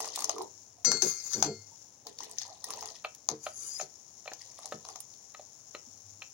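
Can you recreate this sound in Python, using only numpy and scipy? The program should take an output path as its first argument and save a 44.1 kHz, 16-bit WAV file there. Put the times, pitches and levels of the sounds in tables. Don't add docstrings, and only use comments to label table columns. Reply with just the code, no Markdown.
import sys
import numpy as np
from scipy import signal
from scipy.fft import rfft, irfft, next_fast_len
from scipy.io import wavfile
from scipy.ndimage import uniform_filter1d, map_coordinates

SR = 44100
rng = np.random.default_rng(int(sys.argv[2]) if len(sys.argv) > 2 else 0)


def store_pcm(level_fs):
    pcm = np.round(np.clip(level_fs, -1, 1) * 32767).astype(np.int16)
    wavfile.write(sys.argv[1], SR, np.atleast_2d(pcm).T)


N = 279153
TIME = np.arange(N) / SR


def amp(db):
    return 10 ** (np.asarray(db) / 20)


def unit(x):
    return x / np.sqrt(np.mean(x ** 2) + 1e-20)


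def peaked(x):
    return x / (np.abs(x).max() + 1e-20)


def along(points, hz):
    f, v = np.transpose(points)
    return np.interp(np.log(hz + 1), np.log(f + 1), v)


def gains(rows):
    times, *columns = np.transpose(rows)
    curves = [np.interp(TIME, times, db, left=-120, right=-120) for db in columns]
    return [uniform_filter1d(amp(curve), size=256) for curve in curves]


def add(track, start_s, sound):
    part = track[..., max(round(start_s * SR), 0):][..., :sound.shape[-1]]
    part += sound[..., :part.shape[-1]]


def filtered(x, response):
    m = next_fast_len(N + SR // 2)
    return irfft(rfft(x, m) * response(np.fft.rfftfreq(m, 1 / SR)), m)[..., :N]


def convolved(x, answer):
    m = next_fast_len(x.shape[-1] + answer.shape[-1])
    return irfft(rfft(x, m) * rfft(answer, m), m)[..., :x.shape[-1]]


def coloured(x, spectrum, size=2048):
    cepstrum = irfft(np.log(amp(along(spectrum, np.fft.rfftfreq(size, 1 / SR)))))
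    cepstrum[1:size // 2] *= 2
    cepstrum[size // 2 + 1:] = 0
    return convolved(x, irfft(np.exp(rfft(cepstrum))))


def fade(t, t60):
    return np.exp(-np.log(1000) * t / t60)


def burst(t60, spectrum, channels=1):
    t = TIME[:SR // 8]
    noise = rng.standard_normal((channels, len(t)))
    return peaked(coloured(noise * fade(t, t60), spectrum))


def ring(modes, weight, scatter_db):
    t = TIME[:SR]
    out = np.zeros(len(t))
    for hz, db, t60 in modes:
        strength = weight(hz) * amp(db + scatter_db * rng.normal()) * rng.choice([-1, 1])
        out += strength * fade(t, t60) * np.sin(2 * np.pi * hz * t)
    return out


def favour(centre_hz, slope_db):
    return lambda hz: amp(-slope_db * np.log2(hz / centre_hz) ** 2)


def ticks(rate, spread_db):
    sizes = amp(spread_db * np.minimum(rng.exponential(size=N), 3))
    return (rng.random(N) < rate / SR) * rng.choice([-1, 1], N) * sizes


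def wobble(rate):
    return map_coordinates(rng.standard_normal(int(N * rate / SR) + 4), [TIME * rate])


def patchy(x, depth_db):
    z = signal.stft(x, nperseg=512)[2]
    field = rng.standard_normal(z.shape[1:])
    field = uniform_filter1d(uniform_filter1d(field, size=4, axis=0), size=8, axis=1)
    return unit(signal.istft(z * amp(depth_db * unit(field)), nperseg=512)[1][:, :N])


# (frequency [Hz], level [dB])
AIR_COLOUR = [(25, -30), (60, -4.5), (100, -0.5), (150, -8), (400, -12), (900, -13), (1400, -24),
              (2500, -27.5), (6000, -27), (14000, -40)]
# (time [s], level [dB])
HUM_LEVELS = [(0, -70), (1.4, -77), (1.6, -52), (1.8, -79), (2.1, -72.5), (5.6, -79), (6.15, -60),
              (6.33, -75)]


def air():
    shared, left, right = [unit(coloured(rng.standard_normal(N), AIR_COLOUR)) for _ in range(3)]
    tone = np.sin(2 * np.pi * 100 * TIME + 0.23 * wobble(rate=12))
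    hum = unit(tone * amp(3.0 * wobble(rate=20)))
    return amp(-67.5) * shared + amp(-68.5) * np.array([left, right]) + gains(HUM_LEVELS)[0] * hum


# (frequency [Hz], t60 [s])
ROOM_DECAY = [(150, 0.24), (600, 0.19), (2000, 0.22), (6000, .15), (15000, 0.047)]
# (frequency [Hz], level [dB])
ROOM_COLOUR = [(100, -24), (350, 5), (600, 1.5), (1000, -2), (3000, 0), (8000, -9), (15000, 9.5)]


def kitchen(x):
    hz, t, z = signal.stft(rng.standard_normal((2, SR // 2)), SR, nperseg=256)
    tail = signal.istft(z * fade(t, along(ROOM_DECAY, hz)[:, None]), SR, nperseg=256)[1]
    tail = tail * (1 - fade(TIME[:tail.shape[1]], 0.017))
    echo = convolved(x, tail / np.linalg.norm(tail[0]))
    return filtered(echo, lambda f: amp(along(ROOM_COLOUR, f)))


# (time [s], hiss level [dB])
FOAM_LEVELS = [(0, -59.5), (.6, -55), (.8, -61.5), (1.5, -54.5), (1.85, -55.5), (2.02, -62), (2.3, -59.5),
               (3.1, -57), (3.27, -60.5), (3.6, -55.5), (6.33, -54.5)]
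# (frequency [Hz], level [dB])
FOAM_COLOUR = [(2000, -21), (3000, -23), (4000, -18), (5000, -12), (5350, -2.5), (6000, -1.5), (6900, 0.5),
               (7500, -9.5), (8000, -26), (9800, -13), (11500, -30), (13800, -37), (15300, -15.5)]


def foam():
    cells = ticks(rate=8300, spread_db=5) * rng.standard_normal((2, N))
    return gains(FOAM_LEVELS)[0] * unit(coloured(cells, FOAM_COLOUR)) * amp([[.3], [-4]])


# (time [s], blow level [dB], body level relative to it [dB])
KNOCK_BLOWS = [(3.046, -22, -9), (3.465, -23.5, -5.5), (3.7979, -29, -4), (3.8115, -33, 5),
               (4.2573, -36.5, -8), (4.2766, -28.5, -2), (4.317, -31.5, 2), (4.722, -24.5, -9),
               (5.3466, -34.5, -17), (5.3943, -38, 4), (5.7487, -27, -11.5), (6.2204, -30, -16)]
# (frequency [Hz], level [dB], t60 [s])
BOARD_MODES = [(610, 1, 0.05), (797, -2, 0.023), (1294, -4, 0.036), (1875, -5, 0.016), (2366, -6.5, 0.023),
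               (2680, -2, 0.012), (3120, -14, 0.028), (3500, -25, 0.052), (4220, -13, 0.041)]
BOARD_TUNE, BOARD_LONGEST_S = 0.99, .035
CRUNCH_T60_S, RATTLE_T60_S = .007, 0.038
GRAZE_S, GRAZE_DB = 0.0035, -16


def knocks():
    out, t = np.zeros(N), TIME[:SR // 8]
    for s, db, body_db in KNOCK_BLOWS:
        damped = [(hz * BOARD_TUNE, level, min(t60, BOARD_LONGEST_S)) for hz, level, t60 in BOARD_MODES]
        modes = ring(damped, lambda hz: amp(body_db + 3.0) if hz < 1000 else 1, scatter_db=0.5)
        roughness = 0.64 * fade(t, CRUNCH_T60_S) + amp(-38.5) * fade(t, RATTLE_T60_S)
        contact = rng.standard_normal(len(t)) * roughness
        contact[0] = 1
        thud_colour = [(200, -45), (550, body_db + 18.5), (1000, 5), (2500, -3.5), (4200, 1.5), (6000, -24.5)]
        thud = burst(0.062, thud_colour)[0]
        blow = amp(db) * (peaked(convolved(contact, modes)) + amp(-9.5) * thud)
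        add(out, s + .0005, blow)
        add(out, s - GRAZE_S, amp(db + GRAZE_DB) * thud)
    return coloured(out, [(100, -18), (450, 0)])


# (time [s], peak level [dB], starting pitch [Hz])
GLUG_NOTES = [(.338, -43, 399), (.39, -40, 374), (.78, -57.5, 706), (1.028, -31.5, 377.3),
              (1.715, -58.5, 906), (2.475, -54, 789), (2.82, -49.5, 732), (4.9, -54.5, 767),
              (5.871, -56, 240)]
GLUG_T60_S, GLUG_ATTACK_S, GLUG_RISE = 0.12, 0.029, 0.013


def glugs():
    out, t = np.zeros(N), TIME[:SR // 4]
    for s, db, hz in GLUG_NOTES:
        note = np.sin(2 * np.pi * hz * t * (1 + GLUG_RISE * t / GLUG_T60_S))
        swell = (1 - fade(t, GLUG_ATTACK_S)) * fade(t, GLUG_T60_S)
        add(out, s, amp(db) * peaked(swell * note))
    return out


# (frequency [Hz], level [dB])
SPRAY_COLOUR = [(880, -66), (1500, -24), (1640, -23.5), (1900, -11.5), (2160, -20.5), (3030, -14.5),
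                (3310, -9.5), (6430, 6), (8080, -9.5), (8920, -8.5), (10100, -12), (12500, -24.5),
                (13900, -20), (14900, -18), (16000, -7)]
SLAP_T60_S = 0.018


def slap(sizzle_db, scatter_db=4):
    colour = []
    for hz, level in SPRAY_COLOUR:
        lift_db = (sizzle_db + 16.5) * (8000 < hz < 14000)
        colour.append((hz, level + scatter_db * rng.normal() + lift_db))
    return burst(SLAP_T60_S, colour, channels=2)


DROPLETS_PER_S, DROPLET_SPREAD_DB, DROPLETS_DB = 40, 14.5, 19.5


def droplets(spray):
    out = np.zeros((2, N))
    for when, size in rng.random((int(DROPLETS_PER_S * N / SR), 2)):
        strength = spray[int(when * N)]
        if strength > amp(-90):
            level = strength * amp(DROPLETS_DB - DROPLET_SPREAD_DB * size)
            add(out, when * N / SR, level * slap(sizzle_db=-13))
    return out


# (time
# [s], slap level before a 1 dB cut [dB], plop level [dB], sizzle relative to the slap [dB])
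LARGE_DROPS = [(.0034, -21.5, -28, -10), (0.0445, -27, -32.5, -36), (0.1586, -16, -52, -2.5),
               (0.175, -34, -30, -20), (.19, -23.5, -33, -11), (0.205, -21.5, -40, -10),
               (0.2208, -21, -34.5, -10), (0.2425, -13.5, -34, -16.5), (0.2938, -13, -23, -18),
               (0.3821, -26.5, -38, -17), (2.0683, -22.5, -42, -23), (2.1862, -23.5, -60, -32),
               (2.2044, -27, -38, -41), (2.2357, -28.5, -65, -40), (2.3123, -32, -65, -7),
               (2.3834, -16, -71, -42), (2.4156, -24, -50, -42), (2.6415, -19, -46.5, -16.5),
               (2.7044, -24, -34.5, -12.5), (2.7357, -25, -39, -35), (2.8087, -23, -60, -27),
               (2.8253, -29.5, -33.5, -21), (2.8565, -24, -40, -14), (2.9017, -27, -50, -36),
               (3.1486, -29, -74, -14), (4.334, -25.5, -49, -22), (4.5895, -37, -40, -12),
               (4.6568, -24.5, -42.5, -12), (4.8504, -32, -42.5, -22), (4.8866, -29.5, -37.5, -16),
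               (4.9578, -28, -41, -19), (5.0037, -25.5, -56.5, -0.5), (5.1377, -37, -74, -42)]
# (frequency [Hz], level [dB])
PLOP_COLOUR = [(200, -23.5), (400, -20), (750, 1.5), (1000, 2.5), (1300, -6.5), (1600, -19), (1950, -18),
               (2800, -17), (5000, -38)]
PLOP_T60_S = 0.016


def drops():
    out = np.zeros((2, N))
    for s, slap_db, plop_db, sizzle_db in LARGE_DROPS:
        add(out, s + .0005, amp(slap_db - 1) * slap(sizzle_db))
        add(out, s, amp(plop_db) * burst(PLOP_T60_S, PLOP_COLOUR))
    return out


def bubbles(rate, hz, octaves, cycles, rise, spread_db, apart):
    out = np.zeros((2, N))
    for when, pitch, size, place in rng.random((int(rate * N / SR), 4)):
        f = hz * 2 ** (octaves * (pitch - .5))
        life = cycles / f
        t = TIME[:int(life * SR) + 2]
        port_offset = apart * (place - .5) * np.array([[0], [1]])
        phase = 2 * np.pi * (f * t * (1 + rise * t / life) + port_offset)
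        add(out, when * N / SR, amp(spread_db * size ** 3) * np.sin(phase) * fade(t, life))
    return out


# (time [s], spray level [dB], bubbles level [dB], deep churn level [dB])
POUR_LEVELS = [
    [(0, -44, -39.5, -44), (.12, -49.5, -48.5, -59.5), (.2, -43, -53, -55), (.28, -57, -48, -53),
     (.32, -48, -47, -55.5), (.36, -62, -41.5, -48), (.42, -50, -39, -47.5), (.46, -81, -60, -53),
     (.5, -82, -75, -77)],
    [(2.05, -65, -59, -60), (2.09, -59, -59, -49), (2.16, -66.5, -75, -73), (2.21, -47.5, -50.5, -52),
     (2.34, -61, -62.5, -62), (2.42, -47.5, -69, -88), (2.48, -57.5, -46.5, -74), (2.6, -66, -64, -79),
     (2.7, -51.5, -45, -50), (2.83, -55, -48.5, -57), (2.95, -57.5, -58, -70), (3.0, -64, -78, -72)],
    [(4.38, -66, -88, -87), (4.42, -54, -59, -78), (4.55, -64, -66.5, -84), (4.66, -56, -53, -65.5),
     (4.82, -69, -73, -75), (4.89, -53, -47.5, -57), (4.95, -64, -60, -64), (5.02, -87, -75, -75)],
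]
# (frequency [Hz], level [dB], t60 [s])
POT_MODES = [(91, -4, 0.42), (138.7, -2.5, 0.31), (164, -2.5, 0.2), (219.2, 1, 0.18), (309.3, -3.5, 0.18),
             (385, -2.5, 0.17), (448, -2, 0.18), (490.6, -4.5, 0.14), (611, -3.5, 0.068), (684, -11, 0.16)]
SPRAY_DB, BUBBLES_DB, CHURN_DB = 2.5, -6, -5.5
GUSH_DB = 3.5


def pouring():
    spray, bubbling, churn = np.sum([gains(rows) for rows in POUR_LEVELS], axis=0)
    clumps = amp(GUSH_DB * wobble(rate=70))
    fine = bubbles(rate=1300, hz=4800, octaves=3.2, cycles=22, rise=.06, spread_db=19, apart=.9)
    coarse = bubbles(rate=260, hz=760, octaves=1.6, cycles=36, rise=.06, spread_db=16, apart=.2)
    stirred = ring(POT_MODES, favour(423, slope_db=15.5), scatter_db=0.5)
    deep = convolved(rng.standard_normal(N), stirred)
    out = amp(SPRAY_DB) * spray * unit(clumps * coloured(fine, SPRAY_COLOUR))
    out += amp(BUBBLES_DB) * bubbling * unit(coloured(coarse, PLOP_COLOUR))
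    out += amp(CHURN_DB) * churn * unit(deep)
    return out + droplets(spray) + drops()


# (time [s], pitch before jitter [Hz], level [dB])
SQUEAL_PATH = [(3.409, 4700, -62), (3.551, 4800, -64), (3.679, 4804, -55.5), (3.78, 5090, -44.5),
               (3.85, 5280, -62)]
SQUEAL_JITTER, SQUEAL_FLUTTER_DB = 0.0071, 5


def squeal():
    s, hz, db = np.transpose(SQUEAL_PATH)
    pitch = np.interp(TIME, s, hz) * (1 + SQUEAL_JITTER * wobble(rate=160))
    tone = np.sin(2 * np.pi * np.cumsum(pitch) / SR)
    flutter = amp(SQUEAL_FLUTTER_DB * wobble(rate=80))
    return gains(np.transpose([s, db]))[0] * unit(tone * flutter)


# (time [s], level [dB])
DRAG_LEVELS = [
    [(.91, -50), (1.01, -46.5), (1.03, -32), (1.09, -35.5), (1.15, -44.5), (1.33, -41.5), (1.45, -46.5),
     (1.5, -65)],
    [(3.4, -68), (3.44, -44), (3.52, -57.5), (3.61, -46), (3.78, -44.5), (3.86, -63)],
]
# (frequency [Hz], level [dB])
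STROKE_COLOURS = [
    [(500, -23.5), (1400, -14), (2800, -19), (4000, -13.5), (5000, -1.5), (5700, -15), (6300, 6.5),
     (6900, 5), (7400, -15), (8300, -17), (10000, -11), (11700, -18), (13600, -25), (15300, -13)],
    [(500, -17.5), (2000, -19.5), (4400, -19), (5000, -19), (5550, -25), (6200, -2), (6600, 3.5), (7150, 2),
     (8400, -25), (9700, -1), (10700, -9.5), (11500, -16), (13500, -24), (15200, -18)],
]
# (frequency [Hz], level [dB], t60 [s])
STEEL_MODES = [(1378, -21, .45), (2110, -24.5, 1.0), (2405, -41, .6), (4170, -26, .45), (4395, -13.5, .55),
               (4877, -17, .45), (5033, -9, .2), (5998, 1, .16), (6265, -19, .5), (6508, -17, .3),
               (7415, -11, .35), (8220, -35, .35), (9857, -38, .2)]


def scrapes():
    out = np.zeros((2, N))
    pressed = [(hz, db / 2, .09) for hz, db, _ in STEEL_MODES]
    damped = ring(pressed, favour(6200, slope_db=30), scatter_db=1)
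    for rows, colour in zip(DRAG_LEVELS, STROKE_COLOURS):
        slips = ticks(rate=4100, spread_db=3.0) * rng.standard_normal((2, N))
        rasp = patchy(coloured(slips, colour), depth_db=4.5) * amp(1.5 * wobble(rate=60))
        out += gains(rows)[0] * (rasp + amp(-5.5) * unit(convolved(slips, damped)))
    return out + squeal()


# (time [s], click level [dB], click t60 [s], knock level [dB], ring level [dB],
# pitch that rings most [Hz], time until smothered [s], first bounce [s],
# boom level [dB], boom centre [Hz], boom push length [s])
LADLE_BLOWS = [(0.8471, -12.5, 0.058, -38, -15.5, 4670, 0.27, 0.032, -30.5, 334, 0.068),
               (0.9166, -11.5, 0.016, -26, -24.5, 3800, 0.39, 0.055, -31.5, 324, 0.037),
               (1.0208, -12, 0.052, -32, -25, 4140, 0.65, 0.048, -31, 324, 0.053),
               (1.334, -13, 0.012, -50, -18, 3370, 0.015, .003, -31, 280, 0.089),
               (1.4253, -6.5, 0.017, -19, -29.5, 3720, .26, .02, -28, 398, 0.1),
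               (3.2887, -10.5, 0.0056, -24, -60, 5000, .06, 0.013, -34, 260, 0.054),
               (3.8093, -27.5, 0.082, -41, -37.5, 5060, 0.031, 0.0043, -44, 410, .02),
               (4.726, -40, 0.012, -52, -65, 5000, .03, 0.017, -40, 270, 0.026)]
# (frequency [Hz], level [dB])
JUDDER_COLOUR = [(50, -26), (110, 3), (500, 0.5), (800, -5), (1600, -26), (5000, -54)]
BOOM_LAG_S, JUDDER_DB = 0.00395, -11.5


def booms():
    out, t = np.zeros(N), TIME[:SR // 4]
    for s, *_, db, hz, length in LADLE_BLOWS:
        judder = rng.standard_normal(len(t)) * np.sin(np.pi * np.minimum(t / length, 1))
        modes = ring(POT_MODES, favour(hz, slope_db=6), scatter_db=2.5)
        boom = peaked(signal.fftconvolve(judder, modes))
        add(out, s + BOOM_LAG_S, amp(db) * boom)
        add(out, s + BOOM_LAG_S, amp(db + JUDDER_DB) * peaked(coloured(judder, JUDDER_COLOUR)))
    return out


# (frequency [Hz], level [dB])
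CLICK_COLOUR = [(500, -47), (1500, -4), (3000, -16), (4300, -0.5), (5500, 1), (6600, 12.5), (7300, -7),
                (8200, -14), (10000, -8), (13000, -31), (15300, -13.5)]
BOUNCE_SHRINK, BOUNCE_SOFT_DB, BOUNCE_LOSS_DB = 0.93, 12, 3
RING_ATTACK_S, KNOCK_T60_S = 0.085, 0.014


def clinks():
    out, t = np.zeros((2, N)), TIME[:SR]
    for s, click_db, t60, knock_db, ring_db, hz, life, flight, *_ in LADLE_BLOWS:
        for k in range(3):
            when = s + flight * (1 - BOUNCE_SHRINK ** k) / (1 - BOUNCE_SHRINK)
            loss_db = BOUNCE_SOFT_DB * (k > 0) + BOUNCE_LOSS_DB * k
            add(out, when, amp(click_db - loss_db) * burst(t60, CLICK_COLOUR, channels=2))
            add(out, when, amp(knock_db - loss_db) * burst(KNOCK_T60_S, PLOP_COLOUR))
        swell = (1 - fade(t, RING_ATTACK_S)) * np.exp(-(t / life) ** 4)
        modes = ring(STEEL_MODES, favour(hz, slope_db=2), scatter_db=.8)
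        add(out, s, amp(ring_db) * swell * modes)
    return out


# (frequency [Hz], left over right [dB])
PORT_TILT = [(100, -6.5), (400, 2.5), (900, -3), (2000, 2.5), (2800, 2), (3500, 9), (5000, 11.5),
             (6400, 21), (7400, 12.5), (8300, 1.5), (9700, -21.5), (11200, -5.5), (13000, -3), (15300, 2)]


def ports(x, lag_s=.00008):
    def response(hz):
        tilt = amp(along(PORT_TILT, hz))
        delay = np.exp(-2j * np.pi * hz * lag_s / (1 + (hz / 4000) ** 2))
        return 2 * np.array([tilt * delay, np.ones_like(tilt)]) / (1 + tilt)
    return filtered(x, response)


def scene():
    steel, tea, taps = clinks() + scrapes(), pouring() + glugs(), knocks()
    near = steel * amp([[.5], [-2.5]]) + tea * amp([[-1], [2.5]]) + taps + booms() + foam()
    room = kitchen(amp(-7.0) * steel + amp(-6) * tea + amp(-11.0) * taps)
    return ports(near + room) + air()


def record(dry, low_cut_hz=75, top_hz=16000):
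    return filtered(dry, lambda hz: (hz < top_hz) * (1j * hz / (low_cut_hz + 1j * hz)) ** 2)


dry = scene()
out = record(dry)
store_pcm(out)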